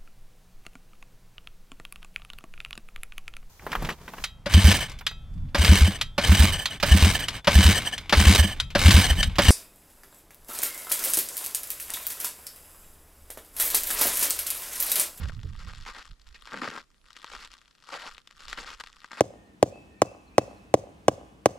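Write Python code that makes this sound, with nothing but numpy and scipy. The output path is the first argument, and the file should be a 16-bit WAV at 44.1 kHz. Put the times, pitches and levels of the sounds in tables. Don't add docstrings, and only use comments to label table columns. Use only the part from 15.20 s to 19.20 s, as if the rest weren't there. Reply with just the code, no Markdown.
import sys
import numpy as np
from scipy import signal
from scipy.fft import rfft, irfft
from scipy.io import wavfile
from scipy.ndimage import uniform_filter1d

SR = 44100
rng = np.random.default_rng(int(sys.argv[2]) if len(sys.argv) > 2 else 0)


def file_out(sig):
    cols = np.atleast_2d(sig).T
    lim = np.clip(cols, -1, 1)
    pcm = np.round(lim * 32767).astype(np.int16)
    wavfile.write(sys.argv[1], SR, pcm)


N = 4 * SR
T = np.arange(N) / SR


def amp(db):
    return 10 ** (np.asarray(db) / 20)


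def unit_rms(x):
    return x / np.sqrt(np.mean(x ** 2) + 1e-20)


def eq_db(points, hz):
    f, db = np.transpose(points)
    return np.interp(np.log(hz + 1), np.log(f + 1), db)


def pan(left_db):
    gains = amp([[left_db / 2], [-left_db / 2]])
    return gains / gains.mean()


def add(mix, start_s, sound):
    part = mix[:, max(0, round(start_s * SR)):][:, :sound.shape[1]]
    part += sound[:, :part.shape[1]]


def noise(colour):
    gain = amp(eq_db(colour, np.fft.rfftfreq(N, 1 / SR)))
    return unit_rms(irfft(rfft(rng.standard_normal(N)) * gain, N))


def wander(n, step_s):
    return np.interp(np.arange(n) / SR / step_s, np.arange(n), rng.standard_normal(n))


# f/Hz, level/dB
AIR_COLOUR = [(30, -3), (200, -0.5), (520, -10.5), (930, -14), (7800, -19), (14000, -29.5)]

def air(level_db=-70.5, centre_share=0.19):
    centre = np.sqrt(centre_share) * noise(AIR_COLOUR)
    sides = np.sqrt(1 - centre_share) * np.array([noise(AIR_COLOUR), noise(AIR_COLOUR)])
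    return amp(level_db) * (centre + sides)


# t/s, length/s, level/dB, end f/Hz, top f/Hz
WHISTLE_CUE = (1.72, .21, -81, 7700, 10100)

def whistle():
    start, length, db, end_hz, top_hz = WHISTLE_CUE
    arch = np.sin(np.pi * np.clip((T - start) / length, 0, 1))
    hz = (end_hz + (top_hz - end_hz) * arch) * (1 + 0.0083 * wander(N, 0.002))
    return amp(db) * np.sqrt(abs(arch)) * np.sin(2 * np.pi * np.cumsum(hz) / SR)


# t/s, level/dB
WIND_RIDE = [(0, -29), (.08, -33.5), (.12, -38), (.24, -38), (.62, -44), (.83, -62), (.92, -45),
             (.98, -64.5), (1.1, -51.5), (1.28, -62), (2.06, -70), (2.15, -53.5), (2.58, -78), (2.95, -55),
             (3.04, -80), (3.28, -50), (4, -72)]
# f/Hz, level/dB
DRAUGHT_COLOUR = [(8, -2), (25, 7), (50, -1), (85, -20), (600, -62)]
GUST_COLOUR = [(8, -39), (58, 4.5), (100, 0), (185, -13), (260, -25), (900, -61.5)]

def wind(gust_from_db=-49.5, gust_range_db=16, puff_db=2.2):
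    level_db = np.interp(T, *np.transpose(WIND_RIDE)) + puff_db * wander(N, 0.02)
    gust = np.clip((level_db - gust_from_db) / gust_range_db, 0, 1)
    eddies = np.sqrt(1 - gust) * noise(DRAUGHT_COLOUR) + np.sqrt(gust) * noise(GUST_COLOUR)
    eddies /= np.sqrt(uniform_filter1d(eddies ** 2, size=5000) + 1e-6)
    sides = 0.19 * np.array([noise(DRAUGHT_COLOUR), noise(DRAUGHT_COLOUR)])
    return (eddies * pan(left_db=-6.5) + sides) * amp(level_db)


def scatter(x, send_db=-13.5, decay_s=0.0065, size=2200):
    t = np.arange(size) / SR
    sparse = rng.standard_normal((3, size)) * (rng.random((3, size)) < 0.06)
    centre, left, right = sparse * (t > 0.002) * np.exp(-t / decay_s)
    taps = centre + 0.087 * np.array([left, right])
    return x + amp(send_db) * signal.oaconvolve(x, taps / np.linalg.norm(taps[0]), axes=1)[:, :N]


def grains(n, per_s, size_db=4, clump_db=5, clump_s=0.0028, colour_db=3):
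    struck = rng.random(n) < per_s / SR
    sizes_db = size_db * np.minimum(rng.exponential(1, n), 3)
    clicks = struck * amp(sizes_db + clump_db * wander(n, clump_s))
    edges_hz = np.geomspace(130, 15000, 12)
    out = np.zeros((2, n))
    for low, high in zip(edges_hz, edges_hz[1:]):
        push = clicks * rng.choice([-1, 1], n) * amp(colour_db * wander(n, 2 * clump_s))
        side = rng.standard_normal(n) * (0.23 + 0.11 * low / 9000)
        band = signal.butter(2, [low, high], "bandpass", fs=SR)
        out += signal.lfilter(*band, push * np.array([1 + side, 1 - side]) + 1e-18)
    return out


def steadied(grit, window_s, powder_db):
    hiss = rng.standard_normal((3, grit.shape[1]))
    blend = unit_rms(grit) + amp(powder_db) * (hiss[0] + 1.4 * hiss[1:])
    width = max(2, int(window_s * SR))
    power = uniform_filter1d(uniform_filter1d(blend.mean(0) ** 2, width), width)
    return blend / np.sqrt(abs(power) + 1e-9)


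def collapse(length, attack_s=0.0043, release_s=0.0069, sag_db=2.5):
    t = np.arange(0, length + 5 * release_s, 1 / SR)
    release = np.exp(-np.maximum(t - length, 0) / release_s)
    return np.minimum(t / attack_s, 1) * amp(-sag_db * t / length) * release


def soft_onset(x, swell_db=-12.5, swell_s=0.0023, size=600):
    swell = rng.standard_normal(size) * np.exp(-np.arange(size, 0, -1) / SR / swell_s)
    kernel = np.r_[amp(swell_db) * swell / np.linalg.norm(swell), 1]
    return signal.oaconvolve(x, kernel[None] / np.linalg.norm(kernel))[:, size:]


# f/Hz, level/dB
SNOW_COLOUR = [(60, -19), (130, -1), (200, -2), (400, -3), (800, -6.5), (1200, 0.4), (1700, -2.54),
               (2500, -6), (4000, -8), (5200, -12), (6200, -16.5), (7600, -18), (8600, -25), (12200, -31),
               (14000, -48)]

def snow_ring(low_hz, bright_db, shelf_from_hz=1620, shelf_full_hz=3680, size=2048):
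    hz = np.fft.rfftfreq(size, 1 / SR)
    detune_octaves = 0.3 * rng.uniform(-0.98, 1) * np.clip(2 - hz / shelf_from_hz, 0, 1)
    snow_db = eq_db(SNOW_COLOUR, hz / 2 ** detune_octaves)
    octaves_below = np.maximum(np.log2(low_hz / (hz + 1)), 0)
    db = snow_db - 5.5 * np.minimum(2 * octaves_below, 1) - 3.5 * octaves_below
    db += eq_db([(shelf_from_hz, 0), (shelf_full_hz, bright_db)], hz)
    log_gain = np.log(amp(np.r_[db, db[-2:0:-1]]))
    pulse = np.fft.ifft(np.exp(np.conj(signal.hilbert(log_gain)))).real
    return pulse[None, :size // 2] / np.linalg.norm(irfft(amp(snow_db)))


def ring_pieces(grit, low_hz, bright_db, count=4, piece_s=0.008):
    slot = (np.arange(grit.shape[1]) / SR / piece_s).astype(int)
    piece = rng.integers(count, size=N)[slot]
    return sum(signal.oaconvolve(grit * (piece == k), snow_ring(low_hz, bright_db)) for k in range(count))


# t/s, length/s, level/dB, resonance f/Hz
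HOLLOW_CUES = [(0.241, 0.027, -52.5, 348), (1.326, 0.082, -47.5, 218), (2.723, .045, -44.5, 700),
               (2.831, 0.044, -47.5, 797)]

def hollows(edge_ratio=1.29):
    out = np.zeros((2, N))
    grit = grains(N, per_s=3000)
    for start, length, db, hz in HOLLOW_CUES:
        band = signal.butter(3, [hz / edge_ratio, hz * edge_ratio], "bandpass", fs=SR, output="sos")
        body = steadied(signal.sosfilt(band, grit), window_s=0.0086, powder_db=-np.inf)
        envelope = collapse(length)
        add(out, start, body[:, round(start * SR):][:, :len(envelope)] * envelope * amp(db))
    return out


# t/s, level/dB
LOAD_RIDE = [(0, -52), (.2, -61.5), (.37, -59), (.6, -54.5), (.78, -50.5), (.88, -57.5), (1, -69),
             (1.2, -59), (1.36, -47.5), (1.58, -47.5), (1.66, -71.5), (1.8, -76), (1.88, -59), (2.07, -55),
             (2.14, -49.5), (2.3, -56.5), (2.58, -72), (2.69, -47.5), (2.88, -45.5), (2.95, -57),
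             (3.04, -72.5), (3.24, -53), (3.44, -47), (3.72, -60.5), (3.88, -58), (4, -45)]

def grinding(full_load_db=-47, light_range_db=6, patchy_db=1.5, trim_db=-1):
    load_db = np.interp(T, *np.transpose(LOAD_RIDE))
    per_s = 1500 * 10 ** ((load_db - full_load_db) / 18)
    grit = steadied(grains(N, per_s), window_s=0.046, powder_db=-19)
    light = np.clip((full_load_db - load_db) / light_range_db, 0, 1)
    grit *= amp(load_db + trim_db + patchy_db * light * wander(N, 0.031))
    packed = ring_pieces(grit * (1 - light), low_hz=855, bright_db=-1)
    brushed = ring_pieces(grit * light, low_hz=1180, bright_db=4)
    return (packed + brushed)[:, :N] * pan(left_db=3.5)


# t/s, length/s, level/dB before trim, lowest ring f/Hz, brightness/dB
CRUNCH_CUES = [(0, 0.063, -47, 483, -3.5), (0.388, 0.043, -49.5, 970, 1.5), (0.468, 0.045, -45.5, 860, -2),
               (0.66, 0.049, -39, 950, -1.5), (0.746, 0.075, -46, 790, -4),
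               (1.143, 0.019, -46.5, 2000, -0.5), (1.268, 0.033, -46.5, 900, -11),
               (1.323, 0.071, -40, 430, -12), (1.414, 0.047, -33.5, 242, -5.5),
               (1.472, 0.019, -34, 140, -5.5), (1.512, 0.093, -43, 230, -7.5),
               (2.111, 0.046, -45.5, 453, 2), (2.188, 0.073, -48.5, 930, 3), (2.72, 0.05, -38.5, 635, -0.5),
               (2.789, 0.051, -49.5, 540, 6.5), (2.857, 0.016, -45, 533, 5.5),
               (3.19, 0.037, -52, 1150, 1.5), (3.289, 0.043, -49, 950, 7.5), (3.37, 0.048, -40, 403, 2),
               (3.457, 0.084, -43.5, 1050, -0.5), (3.597, 0.0081, -37, 1020, 2.5),
               (3.905, 0.048, -48.5, 846, -7), (3.971, 0.039, -41, 620, -2.5)]

def crunches(trim_db=-1.5):
    out = np.zeros((2, N))
    grit = steadied(grains(N, per_s=3000, size_db=4.5), window_s=0.007, powder_db=-14)
    for start, length, db, low_hz, bright_db in CRUNCH_CUES:
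        envelope = collapse(length)
        run = grit.take(round(start * SR) + np.arange(len(envelope)), axis=1, mode="wrap") * envelope
        add(out, start, ring_pieces(run, low_hz, bright_db) * amp(db + trim_db))
    return out * pan(left_db=1)


# t/s, level/dB before trim, brightness/dB
SNAP_CUES = [(0.0563, -35, -5), (0.0881, -39.5, 7), (0.096, -27.5, -13.5), (0.168, -52, 2),
             (0.2327, -43, 3), (.352, -39.5, -13), (0.535, -39.5, 1.5), (0.6988, -34.5, -14),
             (1.017, -62, 19.5), (1.0735, -58, 15), (1.089, -60, 17.5), (1.2743, -32, -8), (1.32, -30, -11),
             (1.3425, -23.5, -14), (1.374, -25.5, -9), (1.4214, -24.5, -13), (1.4432, -25.5, -9),
             (1.4514, -22.5, -13.5), (1.478, -21, -19), (1.503, -30.5, -1), (1.554, -29.5, -14.5),
             (1.5627, -28.5, -5.5), (1.577, -26.5, -18.5), (1.931, -57.5, 19.5), (1.9665, -36, 2),
             (2.0445, -26, -6), (2.101, -37.5, -13), (2.151, -31, -2), (2.2494, -37.5, 5.5),
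             (2.339, -42, 7.5), (2.552, -55, 8), (2.742, -28, -6), (2.8759, -33, 4), (2.981, -38.5, 2),
             (3.0743, -42.5, 7.5), (3.1104, -44, 4.5), (3.2059, -36.5, -0.5), (3.2824, -38, 9),
             (3.2989, -39, 10), (3.3297, -23, -1.5), (3.386, -26.5, -8), (3.504, -35, 3), (3.6088, -29, -1),
             (3.6383, -34, 2.5), (3.6722, -37, 2.5), (3.845, -31, -5.5), (3.9156, -29, -11),
             (3.932, -28, -10)]

def snaps(rise_s=0.00067, splinter_s=0.0025, splinter_db=-4.5, big_db=-18, trim_db=-0.5, size=1024):
    out = np.zeros((2, N))
    lead = size // 4
    t = (np.arange(size) - lead) / SR
    envelope = np.exp(np.minimum(t / rise_s, -t / splinter_s))
    for start, db, bright_db in SNAP_CUES:
        crack = grains(size, per_s=2500, size_db=-2.5) * envelope
        crack *= amp(splinter_db) / (np.linalg.norm(crack.mean(0)) + 1e-9)
        crack[:, lead] -= 1
        crack *= np.sqrt(SR / 1000 / (1 + amp(splinter_db) ** 2))
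        octaves_down = max(db - bright_db - big_db, 0) / 7
        ring = snow_ring(low_hz=950 / 2 ** octaves_down, bright_db=bright_db)
        add(out, start - lead / SR, signal.fftconvolve(crack, ring) * amp(db + trim_db))
    return out * pan(left_db=4)


def scene():
    steps = soft_onset(grinding()) + soft_onset(crunches()) + snaps() + hollows()
    return scatter(steps) + wind() + air() + whistle()


def record(dry):
    high_cut = signal.firwin(255, 14400, window=("kaiser", 8), fs=SR)
    return signal.oaconvolve(dry, high_cut[None], "same")


dry = scene()
out = record(dry)
file_out(out)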